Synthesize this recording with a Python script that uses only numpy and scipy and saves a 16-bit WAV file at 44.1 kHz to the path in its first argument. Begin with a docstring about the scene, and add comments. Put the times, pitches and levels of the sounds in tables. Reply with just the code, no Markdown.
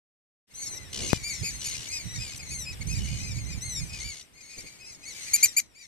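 """Tern colony on a stony riverbed, heard from the pebbles beside a nest.
Birds near and far cry (six partials on a pitch arch, shaped by the throat) and rasp (pulsed tone and
hiss); one lands with low wingbeats, then gives three sharp close calls. Stones scatter the sound.
Wind eddies buffet the microphone ports and ease after 4 s; the left port pops once.
A soft rush of air and river lies underneath; it and the far colony duck late on."""
import sys
import numpy as np
from scipy import signal
from scipy.fft import rfft, irfft
from scipy.io import wavfile
from scipy.ndimage import map_coordinates

SR = 44100
rng = np.random.default_rng(int(sys.argv[2]) if len(sys.argv) > 2 else 0)


def master_out(mix):
    """Clip the mix to full scale and print it as 16-bit PCM to the path in sys.argv[1]."""
    frames = np.transpose(np.atleast_2d(mix))
    ceiling = np.clip(frames, -1, 1)
    pcm = np.round(ceiling * 32767).astype(np.int16)
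    wavfile.write(sys.argv[1], SR, pcm)


N = 258867
TIME_S = np.arange(N) / SR
BINS_HZ = np.maximum(np.arange(N // 2 + 1) * SR / N, 1)
SIDES = np.array([[.5], [-.5]])   # splits a left-minus-right difference

# Cries: (start [s], length [s], crest [Hz], relative level [dB], brightness [dB/octave], fall bend [-])
# Bend up to 1: straight slide; 3: held, then dropped.
NEAR_CRIES = [(0.534, 0.16, 2114, -42, 6.5, 1.5), (0.563, 0.22, 2240, -40.5, 5, 1.3),
              (0.736, 0.16, 2050, -52.5, -10.5, 1.7), (0.749, 0.039, 2090, -47, 1, 1.4),
              (1.006, 0.1, 2222, -37.5, 2.5, 1.47), (1.054, 0.112, 2230, -43.5, 4.0, 1.2),
              (1.092, 0.025, 2530, -39.5, -8, 1.7), (1.228, 0.116, 2380, -32.5, -1.5, 2),
              (1.271, 0.16, 1950, -46.5, 4, 0.99), (1.423, 0.087, 2303, -34, 1, 6),
              (1.446, 0.073, 2070, -43.0, -4, 1.9), (1.503, 0.17, 2137, -43.5, 4, 1.5),
              (1.639, 0.063, 2265.0, -36, 6, 2.1), (1.682, 0.088, 2155, -39, 2, 2.2),
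              (1.873, 0.12, 2127, -38.5, 0.5, 1.1), (1.892, 0.13, 2512, -37.0, -1, 2.6),
              (2.052, 0.026, 2209.0, -52, -1.5, 2.0), (2.143, 0.039, 2267, -38.5, -1, 1.2),
              (2.175, 0.15, 2516, -39.5, -2, 1.1), (2.358, 0.026, 2140, -47, 10, 1.2),
              (2.385, 0.044, 2526, -45, -4, 1.2), (2.484, 0.15, 2242, -38, 3.5, 1.04),
              (2.531, 0.124, 2110, -42.5, 1, 1.53), (2.644, 0.095, 2570, -43.5, -2.5, 3),
              (2.808, 0.023, 2245, -38.5, -7, 2.1), (2.865, 0.08, 2170, -41, 6.5, 1.67),
              (2.944, 0.059, 2470, -38.5, 0.5, 1.5), (3.03, 0.039, 2230, -44.5, 3.5, 0.84),
              (3.187, 0.15, 2090, -42.5, 0, 2), (3.261, 0.086, 2499.0, -55.0, -8, 2.1),
              (3.444, 0.105, 2091.0, -45, -3, 1.6), (3.605, 0.2, 2133, -36.5, 1.0, 0.33),
              (3.749, 0.1, 2300, -41, 0.0, 1.8), (3.781, 0.13, 2124, -51.5, 7.5, 2),
              (3.929, 0.021, 2580, -43, -0.5, 1.6), (3.995, 0.041, 2154.0, -37.5, -2.5, 2.5),
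              (4.019, 0.13, 2323, -38.5, -3.5, 2.15), (4.111, 0.12, 2210, -51, 2, 1.3),
              (4.326, 0.14, 2170, -56, -4, 1.6), (4.398, 0.23, 2208, -50, 1, 2.1),
              (4.578, 0.034, 2368, -39, 1, 3.3), (4.656, 0.041, 2276, -49, -5, 3.9),
              (4.78, 0.14, 2554, -54, -6.5, 1), (4.834, 0.135, 2644, -50, 4, 0.63),
              (4.849, 0.11, 2116, -50.5, 0.0, 2.5), (5.048, 0.086, 2247, -40.5, -2, 2),
              (5.055, 0.159, 2060, -63, 0.0, 0.5), (5.201, 0.23, 2210, -43, 4.5, 2.2),
              (5.401, 0.095, 2160, -39.5, 5, 1.5), (5.466, 0.083, 2485.0, -49.5, 3.5, 1.6),
              (5.746, 0.13, 2378, -51.5, -3.5, 1.3)]
NEST_CALLS = [(5.332, 0.037, 2366, -17, 0.44, 2.4), (5.426, 0.037, 2419, -13, -1, 1.55),
              (5.564, 0.041, 2420, -17, -1.6, 1.5)]
# Throat responses: (frequency [Hz], gain [dB])
THROAT = [(1700, -12.5), (2050, -11.5), (2300, -7.5), (2550, 0.5), (4000, -6.5), (4400, -6), (4750, -3.5),
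          (5300, 5), (6200, -.5), (7000, -1.5), (7700, -4), (8700, -9.5), (10500, -15), (11700, -15),
          (13500, -42)]
NEST_THROAT = [(2400, -7.5), (4800, -8), (6000, 5.5), (7200, 1), (9600, -10.5), (12000, -5), (14400, -23)]
# Rattling rasps: (start [s], length [s], relative level [dB], hiss gain [dB])
RASPS = [(0.926, 0.25, -44.5, 6), (1.605, 0.28, -50.5, 10), (2.198, 0.17, -59.5, 14),
         (2.982, 0.24, -48.5, 1), (3.923, 0.3, -57.5, 11.5), (5.133, 0.16, -73, 23)]
# Low thumps of air, mostly right: wind gusts and, around 2.8-3.9 s, a landing bird's wingbeats.
# (centre [s], level [dB], sigma [s], left minus right [dB])
AIR_THUMPS = [(1.166, -40, 0.012, 27), (1.423, -35, 0.017, -19), (2.07, -30, 0.013, -23),
              (2.188, -38.5, 0.049, -13), (2.556, -41, 0.03, -5), (2.865, -36.5, 0.077, -35),
              (2.986, -32, 0.0089, -30), (3.403, -43.5, 0.11, -22.5), (3.823, -33, 0.02, -37),
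              (4.045, -46, 0.058, -6)]
# Air puffs on the ports: (centre [s], level [dB], sigma [s])
BUFFETS = [(1.035, -36.5, 0.049), (1.433, -40.5, 0.0081), (4.585, -45, 0.011), (4.648, -49.5, 0.021)]
# Wind strength: (time [s], relative level [dB])
WIND_LEVEL = [(0.65, -63.5), (0.88, -55), (1.58, -49.5), (1.85, -55.5), (2.42, -55.5), (3.01, -38),
              (3.89, -47), (4.23, -75), (5.46, -66.5), (5.87, -77.5)]
# Background levels of far colony and rush, ducked by the recorder's noise suppression
# near 4.3, 5.0 and 5.7 s: (time [s], relative level [dB])
FAR_DUCKED_LEVEL = [(.5, -39.5), (.65, -42.5), (.87, -43), (1.45, -37.5), (2.25, -39), (2.44, -42),
                    (2.9, -38.5), (3.3, -41.5), (4.05, -41.5), (4.32, -53), (4.62, -42), (4.87, -49.5),
                    (4.99, -50.5), (5.12, -40), (5.42, -32.5), (5.56, -47), (5.68, -58.5), (5.82, -51)]
RUSH_DUCKED_LEVEL = [(0.65, -64), (0.72, -59), (0.84, -63.5), (3.99, -63), (4.26, -72.5), (5.35, -65.5),
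                     (5.45, -65), (5.59, -70), (5.87, -78.5)]
# Noise spectra: (frequency [Hz], relative level [dB])
RASP_SPECTRUM = [(1200, -23), (2200, -17), (3000, -10), (4500, -8.5), (6500, -9.5), (8800, -15),
                 (10500, -18), (14000, -53)]
FAR_SPECTRUM = [(1000, -13.5), (1700, 0), (2200, 7), (2600, 5.5), (3100, 3.5), (4400, -1.5), (5200, 3),
                (6400, -7.5), (8500, 6.5), (10000, -7), (12000, -3), (14500, -18.5)]
WIND_SPECTRUM = [(12, -39.5), (20, -18), (60, 2.5), (125, -0.5), (180, -8), (381, -30), (900, -48),
                 (1170, -61.5), (1980, -120)]
BUFFET_SPECTRUM = [(30, -13), (110, -8.5), (250, -12.5), (500, -18.5), (900, -32.5), (3000, -52)]
RUSH_SPECTRUM = [(100, 7.5), (300, 6), (500, 1.5), (1000, -3), (1600, -5), (4000, -15.5), (14000, -25.5)]
# Port imbalance: (frequency [Hz], left minus right [dB])
PORT_BALANCE = [(1200, 29), (2200, 11), (2650, 11.5), (3400, 1), (4700, 0.5), (5700, 8.5), (6500, 7),
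                (7100, 5), (7500, -2.5), (9000, -8.5), (11000, -1), (12000, -4), (14000, -16)]
# Port phase: (frequency [Hz], left lead [rad])
PORT_PHASE = [(500, .1), (2400, 0.87), (4700, 1.16), (7000, 1.65), (12000, 2.1)]


def cry(row, throat, jitter, shimmer_db, fall_jitter, swell, spread_s):
    """Six partials arch through the throat response, roughening as the pitch falls."""
    _, length_s, crest_hz, level_db, brightness_db_oct, bend = row
    t = np.arange(int(length_s * SR)) / SR
    crest_s = rise_s(length_s)
    rise_left = np.clip(1 - t / crest_s, 0, 1)
    fall = np.clip((t - crest_s) / (length_s - crest_s), 0, 1)
    arch_hz = crest_hz * (1 - .14 * rise_left ** 2.3 - .17 * fall ** max(bend, 1))
    pitch_hz = arch_hz * (1 + jitter * drift(136.4, len(t)) + fall_jitter * fall * drift(1497, len(t)))
    effort = (1 - (2 * t / length_s - 1) ** 2) ** swell * (arch_hz / crest_hz) ** 2.2
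    effort *= from_db(level_db + shimmer_db * drift(217.2, len(t)))
    effort *= 1 + .18 * drift(1200, len(t))   # huskiness
    effort *= np.minimum(t / (.08 * length_s), 1)   # attack
    lag_s = spread_s * rng.standard_normal() * SIDES   # bearing
    phase = 2 * np.pi * (np.cumsum(pitch_hz) / SR + lag_s * pitch_hz)
    voice = 0
    for k in range(1, 7):
        tilt_db = brightness_db_oct * np.log2(k * crest_hz / 4730)
        voice += from_db(at_hz(throat, k * arch_hz) + tilt_db) * np.sin(k * phase)
    return np.sqrt(2) * effort * voice


def rise_s(length_s):
    """Time to crest; longer cries spend a smaller share rising."""
    return min(.05 * (length_s / .14) ** .7, .8 * length_s)


def flock(rows, throat, **voice):
    """One cry per row, mixed in at its start."""
    mix = np.zeros((2, N))
    for row in rows:
        start = int(row[0] * SR)
        sound = cry(row, throat, **voice)
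        mix[:, start:start + sound.shape[1]] += sound[:, :N - start]
    return mix


def near_birds():
    """Cries and rasps with echoes off pebbles and banks."""
    cries = flock(NEAR_CRIES, THROAT, jitter=.00615, shimmer_db=.5, fall_jitter=.0021,
                  swell=.14, spread_s=30e-6)
    direct = from_db(-2.5) * cries + rasps()
    early = scatter(direct, t60_s=.015, wet_db=-4.5, first_s=.0011)
    late = scatter(direct, t60_s=.1, wet_db=-17, first_s=.013)
    return direct + early + late


def rasps(pulse_hz=72, centre_hz=2978, sweep=.045, open_share=.85,
          ramp_s=.0029, hold_s=.075, sag_db_s=18):
    """The voice bursts open in a train of noisy chirps; each rasp holds, then tires."""
    level, hiss_db = np.zeros(N), np.zeros(N)
    for start_s, length_s, level_db, hiss_gain_db in RASPS:
        age_s = TIME_S - start_s
        hiss_db[age_s >= 0] = hiss_gain_db
        window = np.clip(np.minimum(age_s, length_s - age_s) / ramp_s, 0, 1)
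        level += window * from_db(level_db - sag_db_s * np.maximum(age_s - hold_s, 0))
    cycle = np.cumsum(pulse_hz * (1 + .071 * drift(25, N))) / SR % 1
    opening = np.minimum(cycle / open_share, 1)
    gate = unit_rms(np.sqrt(opening) * (1 - opening) ** 1.3)
    pitch_hz = centre_hz * (1 + sweep * (opening - .5) + .018 * drift(12, N) + .025 * drift(1400, N))
    phase = 2 * np.pi * np.cumsum(pitch_hz) / SR
    tone = sum(from_db(db) * np.sin(k * phase) for k, db in enumerate([1, -4.5, -12, -18.5], 1))
    hiss = from_db(hiss_db) * noise(RASP_SPECTRUM)[0]
    return level * gate * (tone + hiss)


def nest_bird(flutter_db=6, low_cut_hz=1500):
    """Sharp close calls; each breaks into fast, uneven flutter after its crest."""
    calls = flock(NEST_CALLS, NEST_THROAT, jitter=.0034, shimmer_db=.67, fall_jitter=.055,
                  swell=.45, spread_s=5e-6)
    breakup = sum(np.interp(TIME_S - start_s, [rise_s(length_s), length_s], [0, 1], right=0)
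                  for start_s, length_s, *_ in NEST_CALLS)
    calls *= from_db(flutter_db * np.sqrt(breakup) * (np.tanh(drift(1800, N)) - 1.3))
    calls += scatter(calls, t60_s=.08, wet_db=-14, first_s=.0015)
    low_cut = signal.butter(2, low_cut_hz, "high", fs=SR, output="sos")
    return from_db([[-2], [-1.5]]) * signal.sosfilt(low_cut, calls)


def far_colony(count=140):
    """Faint random cries, mostly short, over a noise wash."""
    wash = noise(FAR_SPECTRUM)
    rows = [(when * (N / SR - .05), .035 + .2 * length ** 2, 1950 + 600 * height, -6 * faint, -3, 1.7)
            for when, length, height, faint in rng.random((count, 4))]
    cries = flock(rows, THROAT, jitter=.006, shimmer_db=2.5, fall_jitter=.004, swell=.7, spread_s=100e-6)
    return envelope(FAR_DUCKED_LEVEL) * (from_db(-10) * wash + from_db(-5) * unit_rms(cries))


def scatter(x, t60_s, wet_db, first_s):
    """Dense decaying echoes off pebbles and banks, different at each port."""
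    t = np.arange(SR // 2) / SR
    echoes = rng.standard_normal((2, len(t))) * from_db(-60 * t / t60_s) * (t > first_s)
    echoes /= np.sqrt(np.sum(echoes ** 2, axis=1, keepdims=True)) + 1e-12
    return from_db(wet_db) * signal.fftconvolve(x, echoes, axes=1)[:, :N]


def ports(x):
    """The housing splits each frequency unevenly between left and right."""
    gain = pan(at_hz(PORT_BALANCE, BINS_HZ))
    phase = SIDES * at_hz(PORT_PHASE, BINS_HZ)
    return irfft(rfft(x) * gain * np.exp(1j * phase), N)


def wind_and_wings(gain_db=6.5, pan_db=-6, eddy_db=3.5, eddy_hz=35):
    """Eddies push on each port separately; gusts and wingbeats thump over the rumble."""
    steady = envelope(WIND_LEVEL, gain_db) * pan(pan_db)
    thumps = sum(from_db(level_db) * pan(side_db) * bump(centre_s, sigma_s)
                 for centre_s, level_db, sigma_s, side_db in AIR_THUMPS)
    eddies = from_db(eddy_db * np.array([drift(eddy_hz, N), drift(eddy_hz, N)]))
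    return (steady + thumps) * unit_rms(noise(WIND_SPECTRUM) * eddies)


def buffets():
    """Brief puffs, brighter than the rumble."""
    puffs = sum(from_db(level_db) * bump(centre_s, sigma_s) for centre_s, level_db, sigma_s in BUFFETS)
    return puffs * noise(BUFFET_SPECTRUM)


def pop(start_s=1.1319, step_db=1, low_cut_hz=120, q=.76):
    """A step at the left port decays through the microphone's bass cut."""
    w = 2 * np.pi * low_cut_hz
    low_cut = signal.bilinear([1, 0, 0], [1, w / q, w * w], SR)
    step = from_db(step_db) * (TIME_S >= start_s)
    return signal.lfilter(*low_cut, step) * np.array([[1], [0]])


def rush(gain_db=10):
    """Soft noise of air and river."""
    return envelope(RUSH_DUCKED_LEVEL, gain_db) * noise(RUSH_SPECTRUM)


def from_db(db):
    return 10 ** (np.asarray(db) / 20)


def unit_rms(x):
    return x / np.sqrt(np.mean(x ** 2) + 1e-20)


def envelope(points, gain_db=0):
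    return from_db(np.interp(TIME_S, *np.transpose(points)) + gain_db)


def bump(centre_s, sigma_s):
    return np.exp(-.5 * ((TIME_S - centre_s) / sigma_s) ** 2)


def pan(left_minus_right_db):
    """Constant-power channel gains."""
    gain = from_db(SIDES * left_minus_right_db)
    return gain / np.sqrt(np.mean(gain ** 2, axis=0))


def at_hz(points, hz):
    """Interpolate on log frequency."""
    knots_hz, values = np.transpose(points)
    return np.interp(np.log(hz), np.log(knots_hz), values)


def drift(rate_hz, size):
    """Smooth random curve, spread about 1."""
    knots = rng.standard_normal(max(size, SR // 2) // 16 + 8)
    return map_coordinates(knots, [np.arange(size) * min(rate_hz / SR, 1 / 16)], order=3, mode="mirror")


def noise(spectrum):
    """Shaped unit-rms noise, independent per channel."""
    white = rfft(rng.standard_normal((2, N)))
    return unit_rms(irfft(white * from_db(at_hz(spectrum, BINS_HZ)), N))


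def scene():
    """Terns through the ports, over river and wind."""
    birds = near_birds() + nest_bird() + far_colony()
    return ports(birds) + rush() + wind_and_wings() + buffets() + pop()


def record(dry, fade_start_s=.47, fade_end_s=.62, cutoff_hz=14700):
    """Silence, quick fade-in, steep low-pass."""
    faded = dry * np.interp(TIME_S, [fade_start_s, fade_end_s], [0, 1])
    return signal.sosfilt(signal.ellip(10, .1, 80, cutoff_hz, fs=SR, output="sos"), faded)


dry = scene()
out = record(dry)
master_out(out)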